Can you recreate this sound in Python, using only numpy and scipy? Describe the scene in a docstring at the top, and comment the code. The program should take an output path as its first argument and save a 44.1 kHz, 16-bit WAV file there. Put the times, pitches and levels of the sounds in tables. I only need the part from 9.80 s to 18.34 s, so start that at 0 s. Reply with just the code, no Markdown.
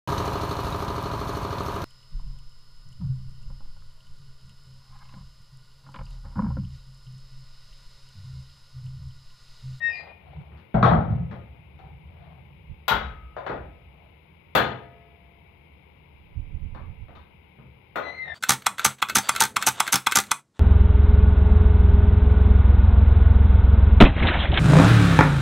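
"""Closing a truck's drop gate

A small truck's steel gate is swung up in a garage: stick-slip friction makes its hinge squeal, and it
slams against the bed, whose low modes boom on. The near latch is knocked home with bright clanks, then
the far one, whose lever squeaks as it turns. A faint hum fills the room, a draught buffets the right
microphone and the left one hisses."""
import sys
import numpy as np
from scipy import signal
from scipy.fft import rfft, irfft
from scipy.io import wavfile
from scipy.ndimage import uniform_filter1d, minimum_filter1d

SR = 44100
rng = np.random.default_rng(int(sys.argv[2]) if len(sys.argv) > 2 else 0)


def dump(signal):
    """Clip the signal to [-1, 1] and save it as 16-bit WAV at the path in sys.argv[1]."""
    limited = np.clip(np.atleast_2d(signal).T, -1, 1)
    pcm = np.round(limited * 32767).astype(np.int16)
    wavfile.write(sys.argv[1], SR, pcm)


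N = 376790
CUTOFF_HZ = 15800


def from_db(db):
    """Amplitude ratio of a level in decibels."""
    return 10 ** (np.asarray(db) / 20)


def rms_one(x):
    """Normalisation to unit rms."""
    return x / np.sqrt(np.mean(x ** 2) + 1e-30)


def at_hz(points, hz):
    """Interpolation on a logarithmic frequency axis."""
    f, value = np.transpose(points)
    return np.interp(np.log(np.maximum(hz, 1)), np.log(f), value)


def bins(size):
    """Frequencies of the Fourier transform of `size` samples."""
    return np.fft.rfftfreq(size, 1 / SR)


def drift(rate_hz):
    """Random modulation: low-passed Gaussian noise of unit rms."""
    return rms_one(irfft(rfft(rng.standard_normal(N)) / (1 + (bins(N) / rate_hz) ** 2), N))


def swells(rows):
    """Superposed Gaussian envelopes, one per row of centre_s, level_db, sigma_s."""
    t = np.arange(N) / SR
    return sum(from_db(db) * np.exp(-.5 * ((t - s) / sigma) ** 2) for s, db, sigma in rows)


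def envelope(start_s, rise_s, length_s, t60_s):
    """Linear growth, then exponential decay once the drive ends after length_s."""
    age = np.arange(N) / SR - start_s
    return np.clip(age / rise_s, 0, 1) * np.exp(-np.log(1000) * np.maximum(age - length_s, 0) / t60_s)


def gate_pan(hz):
    """Interchannel level difference: the gate's treble lies to the left."""
    # direction of the gate: frequency_hz, left_minus_right_db
    level_difference = [(60, 2), (380, -1), (700, 7.5), (1300, 7.5), (2400, 12), (4400, 18.5), (8000, 20),
                        (15000, 23)]
    pair = from_db(np.outer([.5, -.5], at_hz(level_difference, hz)))
    return pair / pair.mean(axis=0)


def diffuse(size):
    """Diffuse field: a flat random stereo spectrum, most coherent at long wavelengths."""
    # likeness of left and right: frequency_hz, correlation
    coherence = [(60, 0.92), (140, 0.87), (300, 0.556), (640, 0), (1400, 0.34), (3000, 0.57), (15000, 0.55)]
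    alike = at_hz(coherence, bins(size))
    mid, side = rfft(rng.standard_normal((2, size)))
    return np.sqrt((1 + alike) / 2) * mid + np.sqrt((1 - alike) / 2) * side * [[1], [-1]]


def noise(spectrum, sides=1):
    """Spectral shaping of a diffuse field into steady stereo noise of unit rms."""
    return rms_one(irfft(diffuse(N) * from_db(at_hz(spectrum, bins(N))) * sides, N))


def reverberation(size, bands=10):
    """Dense modes and reflections decay exponentially, each band at its own rate."""
    # reverberation time of gate and garage: frequency_hz, t60_s
    decay_times = [(60, 1.0), (170, 0.65), (500, 0.57), (1400, 0.33), (3000, 0.61), (5200, 0.19),
                   (13000, 0.19)]
    hz, t, field, out = bins(size), np.arange(size) / SR, diffuse(size), 0
    centres = np.geomspace(40, CUTOFF_HZ, bands)
    for centre, pick in zip(centres, np.eye(bands)):
        band = irfft(field * np.interp(hz, centres, pick), size)
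        out = out + band * np.exp(-np.log(1000) * t / at_hz(decay_times, centre))
    return out


def background(room_db=-55, hiss_db=-55, waver_db=2):
    """Noise floor: room tone, a hum modulated in level and phase, and the left microphone's hiss."""
    # spectrum of the room tone: frequency_hz, relative_density_db
    room_tone = [(10, -36), (30, -16.5), (55, -5), (75, 10), (105, -5), (160, 0), (260, -14), (700, -22),
                 (1200, -38), (2100, -53), (4000, -57), (7000, -71), (16000, -58.5)]
    # partials of the hum: frequency_hz, level_db
    partials = [(75.4, -72.5), (134.6, -69.5), (188.4, -79)]
    # humps in the hiss spectrum: centre_hz, width_hz, relative_density_db
    hiss_bands = [(417, 217, -2), (887, 224, -4), (1390, 530, -14.5), (2210, 286, -4), (2632, 556, -7.5),
                  (3550, 730, -18), (4960, 410, -28.5), (6504, 900, -40.5), (10680, 650, -28),
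                  (13910, 1900, -30)]
    t, hz = np.arange(N) / SR, bins(N)
    hum = sum(from_db(db + waver_db * drift(1.6)) * np.sqrt(2) * np.sin(2 * np.pi * f * t + drift(1.0))
              for f, db in partials)
    humps = sum(from_db(db) * np.exp(-2 * np.log(2) * ((hz - f) / width) ** 2)
                for f, width, db in hiss_bands)
    hiss = rms_one(irfft(rfft(rng.standard_normal(N)) * humps, N))
    return from_db(room_db) * noise(room_tone) + hum + from_db(hiss_db) * hiss * [[1], [0]]


def stick_slip(start_s, length_s, hz, sag, db, rough, lift_db, shake, flutter, jitter=0.076, flutter_db=6):
    """Stick-slip oscillation of dry steel: a sagging tone whose pitch and level shake with uneven grip."""
    # 2nd, 3rd and 4th harmonics: relative_level_db
    overtones = [-18, -42, -55]
    pitch = hz - sag * np.clip(np.arange(N) / SR - start_s, 0, length_s)
    phase = 2 * np.pi * np.cumsum(pitch * (1 + jitter * rough * shake)) / SR
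    upper = sum(from_db(level + lift_db) * np.sin(k * phase) for k, level in enumerate(overtones, 2))
    swell = envelope(start_s, rise_s=0.047, length_s=length_s, t60_s=0.22)
    return np.sqrt(2) * (np.sin(phase) + upper) * from_db(db + flutter_db * rough * flutter) * swell


def squeals(room_db=-7, size=32768):
    """Friction tones of hinge and latch lever arrive as direct sound plus wall reflections."""
    # hinge, later lever: start_s, length_s, pitch_hz, sag_hz_per_s, level_db, roughness, overtone_lift_db
    slips = [(0, .085, 1864, 99, -26, .03, -5.5), (0.011, .065, 2635, 100, -43.5, 0.06, 0),
             (.075, 0.059, 2595, 1500, -43.5, .45, 2), (0.096, 0.095, 2436, 148, -39, .1, 1),
             (0.128, 0.069, 2070, 300, -48.5, .5, 7), (0.245, 0.089, 2452, 100, -58, .08, -16),
             (8.217, 0.079, 2022, 60, -40.5, .15, 10.5), (8.302, 0.089, 2060, 60, -40, .18, 4),
             (8.363, 0.065, 2057, 60, -31.5, 0.05, -21), (8.404, .055, 1907, 400, -44.5, .35, 6),
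             (8.45, 0.073, 1890, 1700, -37.5, .24, 2)]
    shake, flutter = drift(400), drift(110)
    direct = sum(stick_slip(*row, shake, flutter) for row in slips)
    walls = rms_one(reverberation(size)) / np.sqrt(size)
    reflected = signal.fftconvolve(direct[None], walls, axes=1)[:, :N]
    return gate_pan([2000]) * (direct + from_db(room_db) * reflected)


def swing(judder_db=2):
    """Flexural vibration makes the moving panel rumble; its hinges add uneven friction noise."""
    # the handled panel flexes: centre_s, level_db, sigma_s
    flexes = [(.27, -57, .04), (.5, -48.5, 0.046), (.596, -36, 0.022), (.73, -50, 0.048), (1.7, -53.5, .08),
              (2.08, -50.5, 0.14), (2.55, -48.5, 0.37), (8.5, -53.5, 0.082)]
    # spectrum of the flexing panel: frequency_hz, relative_density_db
    panel_spectrum = [(10, -52.5), (35, -14), (75, 11), (110, -1), (160, 8.5), (230, -26.5), (500, -26),
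                      (1500, -72)]
    # dry steel rubs on steel: centre_s, level_db, sigma_s
    rubs = [(.07, -52, 0.069), (.24, -47, 0.057), (.55, -55.5, 0.13), (2.47, -54.5, 0.1),
            (4.24, -61.5, 0.074), (8.283, -40.5, 0.016), (8.5, -43, .03)]
    # spectrum of the rubbing: frequency_hz, relative_density_db
    rub_spectrum = [(150, -28), (400, 0.5), (720, 13), (1200, -2.5), (2000, -8), (4000, -15.5),
                    (8000, -73.5)]
    rumble = swells(flexes) * noise(panel_spectrum)
    friction = swells(rubs) * from_db(judder_db * drift(39)) * noise(rub_spectrum, gate_pan(bins(N)))
    return rumble + friction


def ringing(modes, starts, strike_db, scatter_db=1.5):
    """Modal synthesis: each blow excites damped resonators with scattered strength and random sign."""
    out = np.zeros((2, N))
    for hz, db, t60 in modes:
        scatter, sign = rng.standard_normal((len(starts), 2)).T
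        impulses = np.full(N, 1e-18)
        impulses[starts] = from_db(strike_db + db + scatter_db * scatter) * np.sign(sign)
        force = signal.sosfilt(signal.butter(2, min(2 * hz, CUTOFF_HZ), fs=SR, output="sos"), impulses)
        r, w = np.exp(-np.log(1000) / (t60 * SR)), 2 * np.pi * hz / SR   # pole radius and angle
        out += gate_pan([hz]) * signal.lfilter([0, np.sin(w)], [1, -2 * r * np.cos(w), r * r], force)
    return out


def impact(boom_db, edge_db, tick_db, favoured_hz, favour_db, crack, favour_octaves=0.3,
           crack_s=0.0045, late_share=0.32, build_s=0.013, ripple_db=4.5, touch_s=0.001, size=49152):
    """Impulse response of the struck gate in the garage: a crack, then a wash of crowded modes."""
    # spectrum of the struck gate, with the microphone's colour in the top treble:
    # frequency_hz, relative_density_db
    struck_spectrum = [(10, -41), (40, -20.5), (70, -0.5), (160, -0.5), (300, 0.5), (550, 2), (1400, -3),
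                       (2000, -4.5), (2600, -10.5), (3500, -6.5), (4200, -12.5), (5100, -26), (7500, -29.5),
                       (9500, -40.5), (12500, -24.5), (15500, -33.5)]
    hz, t = bins(size), np.arange(size) / SR
    # light contacts are thin in the low middle, hard ones have edge and tick: frequency_hz, gain_db
    contact = [(185, boom_db), (280, min(boom_db, 0)), (450, 0.25 * min(boom_db, 0)), (750, 0.01),
               (1400, 0.0016), (3200, edge_db), (5500, edge_db), (11000, tick_db)]
    # the struck spot favours one group of modes, and the others unevenly
    favour = favour_db * np.exp(-(np.log2((hz + 1) / favoured_hz) / favour_octaves) ** 2)
    ripple = np.interp(hz, np.geomspace(400, CUTOFF_HZ, 160), rng.standard_normal(160))
    excitation = from_db(at_hz(contact, hz) + favour + ripple_db * ripple * hz / (hz + 600))
    colour = rms_one(from_db(at_hz(struck_spectrum, hz))) * excitation
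    # minimum phase: the steel sounds only after it is touched
    cepstrum = irfft(np.log(colour + 1e-9), size)
    causal = colour * np.exp(1j * rfft(2 * cepstrum[:size // 2], size).imag)
    snap = rfft(irfft(diffuse(size), size) * np.exp(-t / crack_s)) * crack * hz / (hz + 700)
    # reflections take a moment to fill the garage
    wash = rfft(reverberation(size) * (1 - late_share * np.exp(-t / build_s)))
    fades = np.minimum(1, t / touch_s) * np.minimum(1, 10 * (t[-1] - t))
    return irfft((wash + snap) * causal * gate_pan(hz), size) * fades


def strikes(start_s, db, boom_db, edge_db, favoured_hz, favour_db, frame_db, latch_db, tick_db, crack,
            bed_db=-2):
    """Impacts leave bed, frame and latch in free vibration; tick_db is relative to edge_db."""
    # low modes of the cargo bed: frequency_hz, level_db, t60_s
    bed_modes = [(64.6, -25.5, 1.8), (126.46, -11.5, 0.93), (165, -14, 0.63), (215.2, -13, 0.56)]
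    # modes of the gate's tube frame: frequency_hz, level_db, t60_s
    frame_modes = [(430, -20.5, 1.3), (515.4, -12, 0.84), (614, -29.5, 1.05), (687, -26, 2.1),
                   (730.5, -25.5, 0.24), (817, -8, .55), (944, -19, 0.79), (1040, -11.5, 0.39),
                   (1236, -5, .45), (1320, -7.5, 0.28), (1452, -12, 0.27), (1703, -35, 1.7),
                   (1943, -24, 0.39), (1970, -36.5, 1.7), (2955, -29, 0.18)]
    # modes of the latch handle: frequency_hz, level_db, t60_s
    latch_modes = [(895, -12, 0.36), (1228, -22, 1.33), (1280, -13.5, 1.17), (1413, -5.5, 0.32),
                   (1445, -9.5, 0.19), (2035, -16.5, 0.45), (2320, -20.5, 0.52), (3320, -27.5, 0.36),
                   (3530, -27.5, 0.26), (1870, -24, 0.45)]
    starts = np.round(start_s * SR).astype(int)
    out = ringing(bed_modes, starts, db + boom_db + bed_db)
    out += ringing(frame_modes, starts, db + frame_db)
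    out += ringing(latch_modes, starts, db + latch_db)
    for start, level, boom, edge, hz, lift in zip(starts, db, boom_db, edge_db, favoured_hz, favour_db):
        sound = from_db(level) * impact(boom, edge, edge + tick_db, hz, lift, crack)[:, :N - start]
        out[:, start:start + sound.shape[1]] += sound
    return out


def panel_knocks():
    """Impact excitation: the panel meets the bed in dull slams and knocks."""
    # panel on bed: start_s, level_db, boom_db, edge_db, favoured_hz, favour_db
    knocks = [(0.717, -53.5, 10, -18.5, 850, 1), (0.773, -55.5, -3.5, -2.5, 820, -4),
              (0.942, -25, 16, -21.5, 686, 14), (1.027, -16.5, 9, -13, 1194, 12.5),
              (1.055, -24.5, 14, -10, 730, 19), (1.114, -22.5, 15, -38, 730, 10.5),
              (1.121, -30.5, 13, -24, 1215, 15), (1.303, -42.5, 31.5, -18, 740, 4.5),
              (1.373, -55.5, 30, -30, 501, 21.5), (1.511, -39, 5.5, -13.5, 830, 3),
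              (1.989, -52.5, -2.5, -7, 794, 13), (2.059, -60.5, -1, -13, 850, 13.5),
              (3.565, -32, -10.5, -17.5, 620, 7), (3.664, -26.5, -10.5, -14, 1510, 3),
              (3.693, -29.5, 0, -21.5, 560, 6), (6.947, -43.5, 6, -12, 1040, 9),
              (7.284, -50.5, 1, -15, 695, 9.5), (7.352, -51, 4, -1, 1120, 10.5),
              (7.786, -53.5, 15.5, -28, 503, 4)]
    return strikes(*np.transpose(knocks), frame_db=-9, latch_db=-18.5, tick_db=-15.5, crack=1.5)


def latch_clanks():
    """Hard contact of bare steel on steel excites the high modes in bright clanks."""
    # a latch snaps: start_s, level_db, boom_db, edge_db, favoured_hz, favour_db, frame_db, latch_db
    clanks = [(3.080, -20.5, -26, 3.5, 1020, 8, -14, 0), (3.108, -28.5, 6.5, -12, 1440, 19, -9.5, 8),
              (4.751, -14.5, -4, -2, 1402, 4, -3, -18.5), (8.157, -23, -17, -12, 284, 11, -11.5, -6.5)]
    return strikes(*np.transpose(clanks), tick_db=3, crack=1.2)


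def draught(puff_sigma_s=0.017, eddy_db=4, eddy_hz=14, sheltered_db=-20):
    """Turbulent pressure: eddies thump on the right microphone port; the left one is sheltered."""
    # the strongest puffs: centre_s, level_db
    puffs = [(2.913, -32), (6.591, -22.5), (6.722, -34.5), (6.842, -25.5), (6.936, -42), (7.099, -41),
             (7.233, -35)]
    # the gust that brings most of them: centre_s, level_db, sigma_s
    gust = [(6.9, -35, 0.23)]
    # spectrum of the turbulence: frequency_hz, relative_density_db
    turbulence = [(10, -12.5), (25, 3), (45, -2), (80, 1), (140, -8), (220, -20.5), (400, -40), (1000, -88)]
    flow = swells(gust) * from_db(eddy_db * drift(eddy_hz))
    flow += swells([(s, db, puff_sigma_s) for s, db in puffs])
    return flow * noise(turbulence) * [[from_db(sheltered_db)], [1]]


def shudder(rise_s=0.039, t60_s=1.44):
    """Damped vibration: the truck rocks on its springs with a deep rumble when the latch is forced."""
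    # jolts of the chassis: start_s, level_db
    jolts = [(3.101, -34.5), (3.72, -43)]
    # spectrum of the chassis: frequency_hz, relative_density_db
    chassis = [(10, -31), (30, -14.5), (62, 6), (85, -5.5), (160, -37), (400, -72)]
    return sum(from_db(db) * envelope(s, rise_s, rise_s, t60_s) for s, db in jolts) * noise(chassis)


def scene():
    """Linear superposition of all sources in the garage."""
    return panel_knocks() + latch_clanks() + squeals() + swing() + shudder() + draught() + background()


def record(dry, ceiling=.92, fade_in_s=.005):
    """Peak limiting with a smoothed gain, then band limiting by a steep low-pass filter."""
    gain = np.minimum(1, ceiling / (abs(dry).max(axis=0) + 1e-9))
    held = minimum_filter1d(gain, size=401)
    smoothed = uniform_filter1d(uniform_filter1d(held, size=201), size=201)
    fade = np.minimum(1, np.arange(N) / SR / fade_in_s)
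    low_pass = signal.ellip(10, .1, 80, CUTOFF_HZ, fs=SR, output="sos")
    return signal.sosfilt(low_pass, smoothed * fade * dry)


dry = scene()
out = record(dry)
dump(out)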